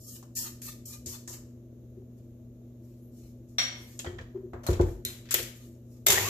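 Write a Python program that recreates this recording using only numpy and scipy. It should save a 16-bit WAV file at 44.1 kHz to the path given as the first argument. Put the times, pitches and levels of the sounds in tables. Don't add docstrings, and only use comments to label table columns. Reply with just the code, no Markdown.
import sys
import numpy as np
from scipy import signal
from scipy.fft import rfft, irfft, next_fast_len
from scipy.io import wavfile
from scipy.ndimage import uniform_filter1d

SR = 44100
rng = np.random.default_rng(int(sys.argv[2]) if len(sys.argv) > 2 else 0)


def boost_factor(decibels):
    exponent = np.asarray(decibels, float) / 20
    return 10 ** exponent


def materialize(psi):
    bounded = np.clip(np.atleast_2d(psi).T, -1, 1)
    quanta = np.round(bounded * 32767).astype(np.int16)
    wavfile.write(sys.argv[1], SR, quanta)


N = 277375
EDGE_HZ = 14480


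def evened(x):
    return x / np.sqrt(np.mean(x ** 2) + 1e-20)


def read(points, hz):
    f, value = np.transpose(points)
    return np.interp(np.log(hz + 1), np.log(f + 1), value)


def add(mix, s, sound):
    part = mix[..., round(s * SR):][..., :sound.shape[-1]]
    part += sound[..., :part.shape[-1]]


def panned(x, db):
    return x * boost_factor(np.array([[db / 2], [-db / 2]]))


def ports(x):
    # f/Hz, coherence/1
    likeness = [(60, 0.95), (150, 0.97), (380, 0.93), (950, 0.32), (2380, -0.02), (5980, -0.01),
                (15000, 0.02)]
    left, other = rfft(x)
    same = np.clip(read(likeness, np.fft.rfftfreq(x.shape[1], 1 / SR)), 0, 1)
    right = same * left + np.sqrt(1 - same ** 2) * other
    return irfft(np.array([left, right]), x.shape[1])


def noise(colour, lo_hz=0, hi_hz=SR, peaks=(), valley_db=0):
    size = next_fast_len(N)
    hz = np.fft.rfftfreq(size, 1 / SR) + 1
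    band = boost_factor(read(colour, hz)) / np.sqrt((1 + (lo_hz / hz) ** 8) * (1 + (hz / hi_hz) ** 8))
    resonances = sum(boost_factor(db) / (1 + (2 * (hz - f) / width) ** 2) for f, width, db in peaks)
    band = band * (boost_factor(valley_db) + resonances)
    white = ports(rng.standard_normal((2, size)))
    return evened(irfft(rfft(white) * band, size)[:, :N])


def wobble(span):
    size = int(span * SR)
    return evened(uniform_filter1d(uniform_filter1d(rng.standard_normal(N), size), size))


def whistle(hz, width):
    carrier = np.exp(2j * np.pi * np.cumsum(hz * np.ones(N)) / SR)
    return evened((carrier * (wobble(0.5 / width) + 1j * wobble(0.29 / width))).real)


def ring(hz, t60, rise, phase=0):
    t = np.arange(int(max(t60, .01) * SR)) / SR
    envelope = boost_factor(-60 * t / max(t60, .01)) * (1 - np.exp(-t / rise))
    return envelope * np.sin(2 * np.pi * hz * t + phase)


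def cluster(modes, spread):
    out = np.zeros((2, N))
    for (s, db, hz, t60), chance in zip(modes, rng.random((len(modes), 3, 3))):
        for k, (shift, *phase) in enumerate(chance):
            f = hz + spread * min(hz, 4000) * (k - 1) * (.5 + shift)
            phases = 2 * np.pi * np.array(phase)[:, None]
            add(out, s, boost_factor(db - 1.6 * abs(k - 1)) * ring(f, t60, 0.00027, phases))
    return out


def thuds():
    # t/s, bowl peak level/dB, counter level/dB, stand level/dB, bowl overtone level/dB
    landings = [(1.062, -41, -60, -44, -2), (1.275, -49.5, -52, -49, -1), (4.056, -35, -50, -43, 7),
                (4.07, -31, -45, -36, -9), (4.132, -36, -40.5, -43, -11), (4.198, -51, -44, -45, 14.5),
                (4.536, -30.5, -39, -40.5, -3), (4.688, -15, -15.5, -20.5, 3), (4.718, -33.5, -24, -26, 12),
                (4.75, -38, -33, -54, -10), (4.798, -7.5, -14.5, -18, -0.5), (4.835, -38.5, -31.5, -26, -2),
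                (4.917, -71, -32.5, -47, -17), (5.052, -37, -49.5, -46, -19),
                (5.339, -28.5, -44.5, -51, 3.5), (5.39, -34.5, -41, -46.5, 9), (6.069, -31.5, -51, -54, -7),
                (6.096, -31, -40, -37, 0), (6.127, -44, -39, -44, -6), (6.169, -48, -52, -41, -3)]
    # f/Hz, level/dB, t60/s
    bowl = [(357.1, 0.5, 0.17), (383, -4, 0.12), (467, -6, 0.11), (520, 0, 0.058), (660, -9.5, 0.067),
            (780, -12.5, 0.015)]
    # t/s, peak level/dB, f/Hz, length/s
    nudges = [
        (1.971, -40, 369, 0.032),
        (4.352, -26.5, 370, 0.028),
        (4.398, -52, 361, 0.031),
        (4.437, -34, 364, 0.034),
    ]
    counter_hz, counter_t60, counter_phase = 47, 0.16, 3.6
    stand_hz, stand_t60, stand_phase = 95.6, 0.12, 3.61
    out, deep = np.zeros((2, N))
    for row, tilt in zip(landings, rng.standard_normal((len(landings), len(bowl)))):
        s, db, counter_db, stand_db, over_db = row
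        hold = 0.8 * boost_factor(-0.12 * (max(db, stand_db) + 34.5))
        for k, ((hz, mode_db, t60), chance) in enumerate(zip(bowl, tilt)):
            level = db + mode_db - 1.5 + 0.8 * chance + over_db * (k > 1)
            add(out, s, boost_factor(level) * ring(hz, t60 * hold, 0.0065))
        counter = ring(counter_hz, counter_t60 * hold, 0.0041, counter_phase)
        add(deep, s + 0.01, boost_factor(counter_db + 2.5) * counter)
        add(deep, s, boost_factor(stand_db + 8.0) * ring(stand_hz, stand_t60 * hold, 0.002, stand_phase))
    for s, db, hz, length in nudges:
        t = np.arange(int(length * SR)) / SR
        swell = np.sin(np.pi * t / length) ** 0.5
        add(out, s - .004, boost_factor(db - 3.5) * swell * np.sin(2 * np.pi * hz * t))
    return panned(out, 2.7) + panned(deep, 1.0)


def clicks():
    # t/s, peak level/dB, low level re peak/dB, bright level re peak/dB, t60/s
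    rim = [
        (0.2267, -58, 11, 12.5, 0.065),
        (0.3665, -60, 10, 10, 0.092),
        (0.6183, -46.5, -33, 6.5, 0.4),
        (1.0603, -48, -8, 18, 0.33),
        (1.276, -49.5, 2, 16.5, 0.28),
        (3.5839, -22.5, -16, -22, 0.42),
    ]
    lever = [
        (4.6345, -48, 5, -3, 0.26),
        (4.6656, -37, 7, 7, 0.11),
        (5.0505, -34, -18, -1, 0.37),
        (5.255, -48.5, -27.5, -15.5, 0.16),
        (5.2885, -41, -32, -18, 0.17),
        (5.3088, -26, -26.5, 3.5, 0.25),
        (5.3454, -23.5, -28, -8.5, 0.22),
        (5.389, -33, -21, -3, 0.083),
        (5.4283, -44, -13, 13.5, 0.04),
        (5.4694, -44.5, -11, -11, 0.095),
    ]
    latch = [
        (3.9915, -47.5, 2, 22.6, 0.025),
    ]
    snap = [
        (5.0508, -41.5, -32, 17.5, 0.014),
        (5.3418, -20.5, -5, 5.7, 0.022),
        (6.0639, -28, -1.5, 4.3, 0.042),
    ]
    hinge = [(3.9957, -38.5, -15, 6), (4.0454, -39, 4, -29), (4.0622, -44, -5, -27), (4.185, -42, 0, -14),
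             (4.211, -47.5, -17, -9), (4.359, -69, 17, -18), (4.533, -55.5, 22.5, -1.5),
             (4.686, -44.5, 5, -7), (4.704, -37.5, -16, 1), (4.7298, -33.5, -23, -7),
             (4.799, -44.5, 10, -16), (4.8107, -39, -7, -1)]
    gears = [
        (6.0661, -18, -16, 8),
        (6.084, -21.5, -9, 10.5),
        (6.1034, -17, -21, 5.5),
        (6.123, -20.5, -7, 6),
        (6.155, -25, -4, -10),
        (6.175, -26, -4, -7),
    ]
    # f/Hz, level/dB
    metal = [(290, -34), (500, 1.5), (632, 2.5), (760, -6.5), (892, -6), (1100, -5.5), (2060, -12),
             (2810, -15), (3380, -11.5), (5010, -6), (7160, 3.5), (9500, -10), (12400, -46.5),
             (20900, -120)]
    sheen = [(8000, -15), (9500, -9.5), (11500, -5), (13000, -5.5), (14000, -2.5), (15000, -11.5)]
    hinge_t60, gears_t60, crack_t60 = 0.11, 0.068, 0.0046
    # rows, top level/dB, crack level/dB, pan/dB
    groups = [(rim, -16, -3, 3.1),
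              ([(*row, hinge_t60) for row in hinge], -4, -3, 1.5),
              (lever, .6, -3, 3.6),
              (latch, -18, 6, 1.5),
              (snap, 4, 6, 3.8),
              ([(*row, gears_t60) for row in gears], -1.2, -3, 2.5)]
    low, mid = noise(metal, 550, 1800), noise(metal, 1960, 3360)
    high, top = noise(metal, 3800, 9000), noise(sheen, 7600)
    out, t = np.zeros((2, N)), np.arange(SR // 3) / SR
    rattle = boost_factor(2.2 * wobble(.001))
    for rows, top_db, crack_db, pan_db in groups:
        for s, db, low_db, high_db, t60 in rows:
            at = slice(round(s * SR), round(s * SR) + len(t))
            u = t[:low[:, at].shape[1]]
            fall = boost_factor(-60 * u / max(t60, .01)) * rattle[at] * (1 - np.exp(-u / .0003))
            crack = boost_factor(crack_db - 60 * u / crack_t60)
            bright = mid[:, at] + boost_factor(high_db) * (high[:, at] + boost_factor(top_db) * top[:, at])
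            sound = bright * (fall + crack) + boost_factor(low_db) * low[:, at] * fall ** 0.53
            add(out, s, panned(boost_factor(db - 9.5) * sound, pan_db))
    return out


def loose_metal():
    # t/s,
    # level/dB, f/Hz, t60/s
    ringing = [(.228, -48, 1150, 0.019), (.364, -59, 1800, 0.39), (.364, -57.5, 2450, 0.25),
               (1.277, -47.5, 1800, 0.049), (3.992, -38, 6900, 0.047), (3.992, -46, 3270, 0.11),
               (4.063, -44.5, 1850, 0.15), (4.186, -49, 3210, 0.052), (4.189, -39, 1840, 0.039),
               (4.636, -57, 6000, .1), (4.665, -42, 1270, 0.052), (4.672, -35.5, 4160, 0.045),
               (4.796, -32, 1480, 0.035), (4.8, -26.5, 855, 0.032), (4.794, -35, 1080, .02),
               (4.686, -32.5, 930, 0.053), (5.05, -42, 3880, .22), (5.054, -35.5, 3964, 0.13),
               (5.05, -36, 11300, 0.1), (5.312, -33, 7660, 0.02), (5.3415, -12, 13600, 0.018),
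               (5.3415, -26, 6880, 0.018),
               (6.0655, -15.5, 13560, 0.04), (6.066, -27, 3500, 0.32), (6.068, -32.5, 2100, 0.27),
              (6.1, -22, 3440, 0.032), (6.181, -20.5, 1910, .03), (6.157, -30, 1800, 0.037),
              (6.138, -31, 1480, 0.033), (6.196, -31.5, 810, .04), (6.066, -31, 3410, 0.026),
               (3.997, -45, 2690, 0.063), (3.997, -46, 3760, .04), (3.998, -50, 4330, .04),
               (4.06, -46, 2200, .08), (4.066, -45.5, 1526, .08), (4.07, -45, 3200, .06),
               (4.048, -40, 766, .05), (4.184, -47, 1300, .04), (4.195, -51, 2354, .07),
               (4.2, -49.5, 1617, 0.11), (4.668, -49, 2330, 0.034), (4.686, -38, 1400, .04),
               (4.735, -43, 940, .04), (4.74, -47, 2590, .04), (4.815, -51.5, 2154, .08),
               (4.885, -51, 1800, 0.038), (5.316, -41, 1400, 0.017), (5.35, -32, 1900, .03),
               (5.385, -35, 1890, .03), (2.02, -62, 700, .03), (2.615, -62, 700, .03),
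               (4.35, -53, 800, 0.036)]
    return panned(cluster(ringing, spread=0.041), 1.1)


def lever_slide():
    s, length, db = 5.3085, .0165, -32
    hz, width = 7600, 900
    out = np.zeros((2, N))
    rasp = noise([(100, 0), (20000, 0.003)], 1200, peaks=[(hz, width, 0)], valley_db=-13.5)
    add(out, s, boost_factor(db) * rasp[:, :int(length * SR)])
    return panned(out, 4.8)


def motor():
    # t/s, shaft f/Hz, unbalance level/dB
    run_up = [
        (6.066, 92.2, -58),
        (6.11, 87, -35),
        (6.19, 94, -51),
        (6.2, 96.6, -32),
        (6.25, 104, -17),
        (6.29, 106, -29),
    ]
    # f/Hz, level/dB
    running = [(88, -43), (150, 3.5), (200, -26), (247, -28), (271, -44), (355, 0), (520, -12.5),
               (839, -10), (1160, -15), (2140, -10), (2310, -10), (5260, -14), (7010, -6.5), (8490, -20.5),
               (14500, -11)]
    t, (s, hz, swing_db) = np.arange(N) / SR, np.transpose(run_up)
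    run = np.maximum(t - s[0], 0)
    on = np.clip((t - s[0]) / 0.0046, 0, 1)
    turns = 2 * np.pi * np.cumsum(np.interp(t, s, hz)) / SR
    swing = boost_factor(np.interp(t, s, swing_db) - 11) * (np.sin(turns) + 0.027 * np.sin(2 * turns))
    surge_at, surge_length = 0.051, 0.041
    hiss_db = -29.5 + 8 * np.exp(-((run - surge_at) / surge_length) ** 2)
    brushes = boost_factor(hiss_db + 0.67 * np.sin(turns) + 1.7 * wobble(0.0035)) * noise(running, 216)
    mesh_hz = 560 + 13200 * run * (1 - 0.92 * run)
    casing_hz, casing_width, casing_db = 1880, 450, 19
    upper_db = -44 + casing_db / (1 + (2 * (mesh_hz - casing_hz) / casing_width) ** 2)
    upper = boost_factor(upper_db) * np.array([whistle(mesh_hz, 50) for _ in "lr"])
    lower = boost_factor(-46 + 27 * run) * whistle(.4 * mesh_hz, 45)
    teeth = boost_factor(2 * wobble(.006) - 4)
    return panned(on * (swing + brushes + teeth * (upper + lower)), 1.8)


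def contacts(rows, release_db_per_s, touch_db, lift_db, rest_db):
    press, drag, t = np.zeros(N), np.zeros(N), np.arange(N) / SR
    swell_db, let_go = 12.5, 0.1
    for s, swell, hold, db, change_db in rows:
        at = s + np.cumsum([0, swell, hold, let_go])
        level = np.interp(t, at[:3], [db - swell_db, db, db + change_db])
        level = level - release_db_per_s * np.maximum(t - at[2], 0)
        on = uniform_filter1d(1. * (t > s), 130) * boost_factor(level)
        press += on
        drag_at = [at[1], at[2] - hold / 4, at[2], at[3]]
        drag += on * boost_factor(np.interp(t, drag_at, [touch_db, touch_db + 9.5, lift_db, rest_db]))
    return np.array([press, drag])


def wandering(x, depth_db, frames, bins):
    z = signal.stft(x, nperseg=512)[2]
    chance = rng.standard_normal(z.shape[1:])
    field = evened(uniform_filter1d(uniform_filter1d(chance, bins, 0), frames, 1))
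    return evened(signal.istft(z * boost_factor(depth_db * np.clip(field, -3, 1)), nperseg=512)[1][:, :N])


def spatula():
    # t/s, swell/s, hold/s, pressure level/dB, change over the hold/dB
    strokes = [
        (0.0, 0.084, 0.08, -48.5, -2.5),
        (.352, 0.02, 0.095, -33, -8.5),
        (.615, 0.0037, 0.069, -48, 5),
        (.853, 0.0044, 0.081, -45, -3),
        (1.058, 0.0023, 0.087, -44.5, -2),
        (1.274, 0.0072, 0.061, -49.5, 1.5),
    ]
    # t/s, swell/s, hold/s, pressure level/dB
    rustles = [
        (2.165, .02, .02, -73),
        (2.82, 0.022, 0.14, -72.5),
        (3.116, 0.057, 0.11, -65.5),
        (3.475, .02, 0.039, -69),
        (3.743, 0.074, 0.17, -59),
        (4.842, 0.026, 0.039, -58.5),
        (5.544, 0.021, .1, -60),
        (5.847, 0.082, 0.059, -69.5),
    ]
    # f/Hz, level/dB
    rubber = [(1760, -47), (3000, -30.5), (3250, -6), (3420, -31), (4010, -10.5), (5650, 1), (6150, -0.5),
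              (6840, 3.5), (9570, -6.5), (12700, 1.5), (14500, 0.5)]
    dull = [(500, -2.5), (800, -5.5), (2500, -1), (4500, -3.5), (6000, -38)]
    # f/Hz, width/Hz, level/dB
    bowl_wall = [(915, 35, 3), (1220, 61, 7), (1800, 55, 1.5), (2450, 245, -5), (2940, 82, -6.5),
                 (3500, 40, -4.5), (4200, 29, -4), (4130, 1200, -2.5), (4575, 280, 0)]
    hand_sag_db = -3.5
    by_blade = contacts(strokes, 290, -26.5, -8, -18.5)
    by_skin = contacts([(*row, hand_sag_db) for row in rustles], 149.5, -17.5, -14.5, -11.5)
    press, drag = by_blade + by_skin
    slips = boost_factor(0.37 * wobble(0.00029) + 1.3 * wobble(0.012) + 4.0)
    wall = wandering(noise(dull, 700, 4600, bowl_wall, valley_db=-9), depth_db=10, frames=12, bins=2)
    blade = wandering(noise(rubber, 3600), depth_db=4, frames=9, bins=3)
    return panned(slips * (press * blade + drag * wall), 1.3)


def plate():
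    # t/s, peak level/dB
    blow = [
        (3.5838, -17.5),
    ]
    # f/Hz, level/dB, t60/s
    ceramic = [(722, -2.5, .07), (1850, -8, .2), (2110, -7, 0.46), (2210, -6.5, 0.41), (3275, -4.5, .42),
               (3620, 2, 0.2), (3860, -8.5, 0.29), (1215, -3, 0.09), (4330, 3.5, .15), (5635, 4.5, 0.31),
               (5770, 2.5, 0.07), (6300, -17.5, 0.16), (6831, -12.5, 0.22), (7700, -12.5, 0.15),
               (8280, -17.5, .2), (9880, -18.5, 0.3), (10730, -24.5, 0.3), (11700, -16, 0.17),
               (12620, -26, 0.25), (13100, -24.5, .28), (13510, -18, .24), (2286, -8, 0.26),
               (2070, -10.5, 0.26)]
    s, db = blow[0]
    return panned(cluster([(s, db + mode_db - 14.5, hz, t60) for hz, mode_db, t60 in ceramic], spread=0.00806), 1.7)


def squeak():
    s, length, db = 2.995, .125, -66
    from_hz, to_hz = 10600, 12400
    u, out = np.linspace(0, 1, int(length * SR)), np.zeros((2, N))
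    hz = from_hz + (to_hz - from_hz) * np.sin(np.pi * u ** 1.2)
    fuzz = uniform_filter1d(rng.standard_normal((2, N)), 24)[:, :len(u)]
    tone = np.sin(2 * np.pi * np.cumsum(hz) / SR)
    add(out, s, boost_factor(db) * np.sin(np.pi * u) * evened(fuzz) * tone)
    return out


def kitchen(x):
    # f/Hz, t60/s
    decay = [(100, 0.34), (400, 0.42), (2000, 0.5), (6000, 0.43), (14000, 0.35)]
    taps = np.zeros((2, SR // 2))
    slots = np.arange(180, SR // 2 - 20, 20)
    at = slots[None] + rng.integers(0, 20, (2, len(slots)))
    np.put_along_axis(taps, at, rng.choice([-1., 1.], at.shape), 1)
    hz, t, z = signal.stft(ports(taps), SR, nperseg=256)
    tail = signal.istft(z * boost_factor(-60 * t / read(decay, hz)[:, None]), SR, nperseg=256)[1]
    return signal.fftconvolve(x, tail / np.linalg.norm(tail[0]), axes=1)[:, :N]


def fridge():
    # f/Hz, level/dB, width/Hz
    tones = [(120.8, -51, .5), (241.2, -54.5, 1.6), (59, -68.5, 15), (338.5, -63, 11), (215.4, -68, 2.7)]
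    # f/Hz, level/dB
    rumbling = [(15, -62), (25, -11), (69, -6.5), (95, -7), (119, -8.5), (144, -17), (173, -17), (217, -15),
                (241, -4.5), (288, -19.5), (345, -10), (401, -16.5), (637, -21), (708, -35), (900, -45),
                (1170, -74), (1980, -120)]
    hissing = [(410, -17.5), (700, -5.5), (961, -11), (1110, -10), (1660, -15.5), (1790, -16),
               (3500, -17.5), (3780, -15.5), (4810, -21.5), (6780, -11), (8730, -28), (13800, -10.5),
               (14500, -12.5)]
    t, out = np.arange(N) / SR, np.zeros(N)
    for hz, db, width in tones:
        phase = 2 * np.pi * hz * t + width * 0.15 * wobble(0.059)
        steady = np.sqrt(2) * np.sin(phase) * boost_factor(width * wobble(0.0059))
        out += boost_factor(db) * (steady if width < 5 else whistle(hz, width))
    rumble = boost_factor(-54) * noise(rumbling, 30, 1200)
    hiss = boost_factor(-71.5 + 0.37 * wobble(.07)) * noise(hissing, 480)
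    return panned(out + rumble, 1.0) + panned(hiss, 1.1)


def scene():
    low = thuds()
    hits = plate() + clicks()
    rings = loose_metal()
    rub = spatula() + squeak() + motor() + lever_slide()
    sent = boost_factor(-9.5) * rings + boost_factor(-6) * hits + boost_factor(-4.5) * low + boost_factor(-9.5) * rub
    return hits + low + rub + rings + kitchen(sent) + fridge()


def thinned(x):
    threshold_db, depth_db, from_hz = -21, -22, 750
    split_hz, under_treble_db = 4800, -16.5
    hz, _, z = signal.stft(x, SR, nperseg=2048)
    power = uniform_filter1d((abs(z) ** 2).mean(0), size=5, axis=0)
    power = power * ((hz > from_hz) & (hz < EDGE_HZ))[:, None]
    treble = power[(hz > split_hz) & (hz < EDGE_HZ)].mean(0)
    treble = boost_factor(2 * under_treble_db) * treble * (hz < split_hz)[:, None]
    weak = (power > 0) & (power < np.maximum(boost_factor(2 * threshold_db) * power.mean(0), treble))
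    return signal.istft(z * boost_factor(depth_db * weak), nperseg=2048)[1][:, :N]


def band_limit(x):
    return signal.sosfilt(signal.butter(12, 15950, fs=SR, output="sos"), x)


def record(dry):
    edge = signal.firwin(511, EDGE_HZ, window=("kaiser", 9), fs=SR)
    cut = signal.sosfilt(signal.butter(5, 40, "high", fs=SR, output="sos"), dry)
    mix = thinned(signal.oaconvolve(cut, edge[None], "same"))
    return band_limit(mix)


dry = scene()
out = record(dry)
materialize(out)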